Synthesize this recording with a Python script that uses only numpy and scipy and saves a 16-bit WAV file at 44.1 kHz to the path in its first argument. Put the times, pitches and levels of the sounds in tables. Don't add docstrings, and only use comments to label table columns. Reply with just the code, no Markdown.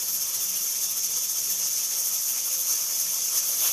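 import sys
import numpy as np
from scipy import signal
from scipy.fft import rfft, irfft, next_fast_len
from scipy.io import wavfile
from scipy.ndimage import uniform_filter1d, map_coordinates

SR = 44100
rng = np.random.default_rng(int(sys.argv[2]) if len(sys.argv) > 2 else 0)


def inscribe(sig):
    pcm = np.round(np.clip(np.atleast_2d(sig).T, -1, 1) * 32767)
    wavfile.write(sys.argv[1], SR, pcm.astype(np.int16))


def magnitude_from_level(level_db):
    exponent = np.asarray(level_db, float) / 20
    return 10 ** exponent


N = 164052
T = np.arange(N) / SR


def unit(x):
    return x / np.sqrt(np.mean(x ** 2) + 1e-20)


def along(points, hz):
    point_hz, value = np.transpose(points)
    return np.interp(np.log(hz + 1), np.log(point_hz + 1), value)


def wobble(rate):
    return map_coordinates(rng.standard_normal(3000), [T * rate])


def filtered(x, response):
    size = next_fast_len(N + SR // 2)
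    spectrum = rfft(x, size) * response(np.fft.rfftfreq(size, 1 / SR))
    return irfft(spectrum, size)[..., :N]


def bell(x, centre, width):
    return 2.0 ** (-(2 * (x - centre) / width) ** 2)


def swells(table):
    return sum(db * bell(T, s, length) for s, length, db in table)


def narrow_noise(hz, width_hz):
    return unit(filtered(rng.standard_normal(N), lambda f: bell(f, hz, width_hz)))


# (frequency [Hz], width [Hz], boost [dB])
CAVITIES = [(1580, 240, -4.5), (1940, 87, -4), (527, 26, 0.5), (3480, 120, 4), (3720, 340, -4),
            (6280, 310, 2.5), (6850, 74, 4.5), (8900, 150, 3), (9340, 130, 0.5), (9690, 490, 9),
            (10200, 320, 3), (10580, 420, 10), (12630, 440, 4)]


def rush(spectrum, patchy_db, top_hz=20000):
    z = signal.stft(rng.standard_normal(N + 512), nperseg=512)[2]
    patches = uniform_filter1d(rng.standard_normal(z.shape), size=6, axis=0)
    patches = unit(uniform_filter1d(patches, size=6, axis=1))
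    x = signal.istft(z * magnitude_from_level(patchy_db * patches), nperseg=512)[1][:N]

    def colour(f):
        cavities_db = sum(db * bell(f, hz, width) for hz, width, db in CAVITIES)
        return magnitude_from_level(along(spectrum, f) + cavities_db) / (1 + (f / top_hz) ** 16)

    return unit(filtered(x, colour))


# (frequency [Hz], level per Hz [dB])
BURNER = [(12, -27), (20, 0), (43, -4), (92, 7), (183, 7.5), (244, 5.5), (450, -15.5), (580, -41),
          (990, -120)]


def burner():
    return magnitude_from_level(-64.5) * rush(BURNER, patchy_db=2.2)


# (frequency [Hz], width [Hz], level [dB])
HUM = [(80, 14, -77.5), (122, 10, -73), (200, 31, -71.5), (368, 21, -71)]
# (time [s], length [s], level [dB])
DRONE_SWELLS = [
    (0.154, 0.22, 12.5),
    (.53, 0.092, 10),
    (0.996, 0.68, 8.5),
    (1.6, 0.29, 9.5),
    (3.075, 0.11, 12),
    (3.5, 0.32, 6),
]


def kitchen_hum():
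    lines = sum(magnitude_from_level(db) * narrow_noise(hz, width) for hz, width, db in HUM)
    drone_hz, drone_db = 183.4, -70
    level = magnitude_from_level(drone_db + swells(DRONE_SWELLS) + 2.6 * wobble(19))
    return lines + level * np.sin(2 * np.pi * drone_hz * T + 0.9 * wobble(9))


# (time [s], length [s], frequency [Hz], level [dB])
LID_RING = (2.46, .15, 520, -54)


def lid_ring():
    start, length, hz, db = LID_RING
    tone = np.sin(2 * np.pi * hz * T + 0.5 * wobble(29))
    return magnitude_from_level(db) * bell(T, start + length / 2, length) * tone


def walls(x):
    level_db, t60_s = -12, 0.3
    t = np.arange(SR // 5) / SR
    tail = rng.standard_normal(len(t)) * magnitude_from_level(-60 * t / t60_s)
    tail = tail / np.linalg.norm(tail)
    return x + magnitude_from_level(level_db) * signal.fftconvolve(x, tail)[:N]


# (time [s], length [s], level [dB])
WHISTLE_SWELLS = [
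    (.87, 0.1, 10),
    (1.125, 0.15, 7),
    (3.43, 0.12, 0),
]


def whistle():
    level_db = -58 + swells(WHISTLE_SWELLS) + 2.1 * wobble(9)
    return magnitude_from_level(level_db) * narrow_noise(3540, 180)


# (time [s], rocks ahead of a steady rate [cycles], swing [dB])
ROCKING = [(0, 0.62, 1.5), (.15, 0.77, 2), (.39, 1.15, 3), (.46, 0.97, 2.5), (.65, 1, -0.5), (.8, 1.3, 1.5),
           (.92, 1.22, 3), (1.05, 1.39, 3), (1.4, 1.76, 1.5), (1.55, 1.7, 1.5), (1.68, 1.6, 0.7),
           (1.76, 2.04, 1.5), (2, 2.14, 1.5), (2.1, 1.97, 2.5), (2.24, 1.9, 1.4), (2.45, 1.49, 1.5),
           (2.62, 1.52, 2.5), (2.8, 1.2, 0)]


def rocking():
    rocks_per_s = 14
    s, ahead, swing_db = np.transpose(ROCKING)
    cycles = rocks_per_s * T + np.interp(T, s, ahead)
    return np.interp(T, s, swing_db) * np.cos(2 * np.pi * cycles)


# (time [s], level [dB])
PRESSURE = [
    (0, 0),
    (.6, 0.5),
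    (1.2, 0.5),
    (1.9, 0.5),
    (2.6, 1.5),
    (3.2, 1.5),
    (3.45, 1.5),
    (3.72, 1.1),
]
# (time [s], gain [dB], length [s], extra roar [dB], extra fizz [dB])
SURGES = [(0.14, 0, 0.054, -0.5, 4.5), (0.403, 1.7, 0.039, -1.5, 0.3), (0.454, 1, 0.028, -.6, 4),
          (.565, 0, .03, 2, 4), (0.652, 0.6, 0.068, -0.5, 1.5), (.84, 2.5, 0.065, -0.5, -1),
          (1.06, 2.5, 0.03, -2, -0.8), (1.16, 3.5, 0.054, -3, -4), (1.384, 1.5, 0.046, -1.5, -1),
          (1.51, 2, 0.034, 0, 1), (1.657, 3.5, 0.07, -1.5, -2.5), (1.782, 4, 0.065, -1, -2.3),
          (1.935, 2.2, 0.046, 1, -2), (2.034, 1.3, 0.12, -2, 1.3), (2.286, 2, 0.058, 0, 2),
          (2.714, 5, 0.044, -1.8, -2), (2.57, 0.5, 0.09, -1, 1.1), (3.008, 1.5, 0.029, -1.7, 2.5),
          (3.378, 5.5, 0.062, 0, -0.3), (3.415, -2.5, 0.026, 0, -5), (3.506, 0.5, 0.13, 1.5, 2.8),
          (3.557, -1, 0.023, -1, 2), (3.632, 2.5, 0.067, 3.3, 2.5), (3.682, 3, 0.056, 4.5, 2)]
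# (frequency [Hz], level per Hz [dB])
ROAR = [(150, -42), (280, -13), (500, -7), (800, -9), (1330, -6), (2050, -8), (2250, -5), (4400, -0.5)]
CORE = [(3800, -41.5), (4400, -20), (4640, -11), (4970, -13.5), (5450, -4), (6500, -1.5), (7600, -12),
        (8600, -13)]
FIZZ = [(7800, -43), (8500, -10.5), (11000, -7.5), (11700, 2), (13300, -1.5), (14200, -5), (14950, -10),
        (15100, -40)]
# (rocking [dB/dB], surges and pressure [dB/dB], flutter [dB/dB])
FOLLOW = [(.45, 0.94, 0.65), (.45, 0.92, 1.06), (1.3, 1, 0.53)]


def jet():
    rock_db = rocking()
    tips = [(bell(T, s, length), db, roar, fizz) for s, db, length, roar, fizz in SURGES]
    pressure_db = np.interp(T, *np.transpose(PRESSURE))
    flow_db = pressure_db + sum(db * tip for tip, db, _, _ in tips)
    flutter_db = 0.27 * wobble(29.64) + 0.68 * wobble(350)
    roar_gain, core_gain, fizz_gain = [
        magnitude_from_level(rock * rock_db + flow * flow_db + flutter * flutter_db) for rock, flow, flutter in FOLLOW]

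    roar_db = -44.5 + sum(db * tip for tip, _, db, _ in tips) + 0.44 * wobble(16)
    core_db = -30.12 + 0.33 * wobble(21.9)
    fizz_db = -32.66 + sum(db * tip for tip, _, _, db in tips) + 0.5 * wobble(27.67)
    roar = magnitude_from_level(roar_db) * rush(ROAR, patchy_db=1.73, top_hz=4460) + whistle()
    core = magnitude_from_level(core_db) * rush(CORE, patchy_db=0.78, top_hz=9360)
    fizz = magnitude_from_level(fizz_db) * rush(FIZZ, patchy_db=1.4)
    return roar_gain * roar + core_gain * core + fizz_gain * fizz


def scene():
    background = burner() + kitchen_hum() + lid_ring()
    mono = background + magnitude_from_level(-0.82) * walls(jet())
    return np.array([mono, mono])


# (time [s], low edge [Hz], high edge [Hz])
APART = [
    (.572, 6115, 9044),
    (1.733, 11542, 13867),
    (2.012, 7494, 8958),
    (2.012, 12920, 15100),
    (2.384, 10853, 12489),
    (2.384, 13695, 15100),
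    (2.756, 11542, 13178),
    (2.941, 4565, 5771),
]


def ear_difference(mono):
    length_s, level_db = 0.04, -2.5
    side = 0
    for s, low, high in APART:
        band = lambda f: (f > low) & (f < high)
        phase = np.clip((T - s) / length_s + 0.5, 0, 1)
        window = np.sin(np.pi / 2 * np.sin(np.pi * phase) ** 2)
        heard = window * filtered(mono, band)
        level = np.sqrt(np.sum(heard ** 2) / np.sum(window ** 2))
        side = side + magnitude_from_level(level_db) * level * window * unit(filtered(rng.standard_normal(N), band))
    return np.array([side, -side])


def band_limit(x):
    return signal.sosfilt(signal.butter(12, 15710, fs=SR, output="sos"), x)


def record(dry):
    mix = filtered(dry, lambda f: f < 15030) + ear_difference(dry[0])
    return band_limit(mix)


dry = scene()
out = record(dry)
inscribe(out)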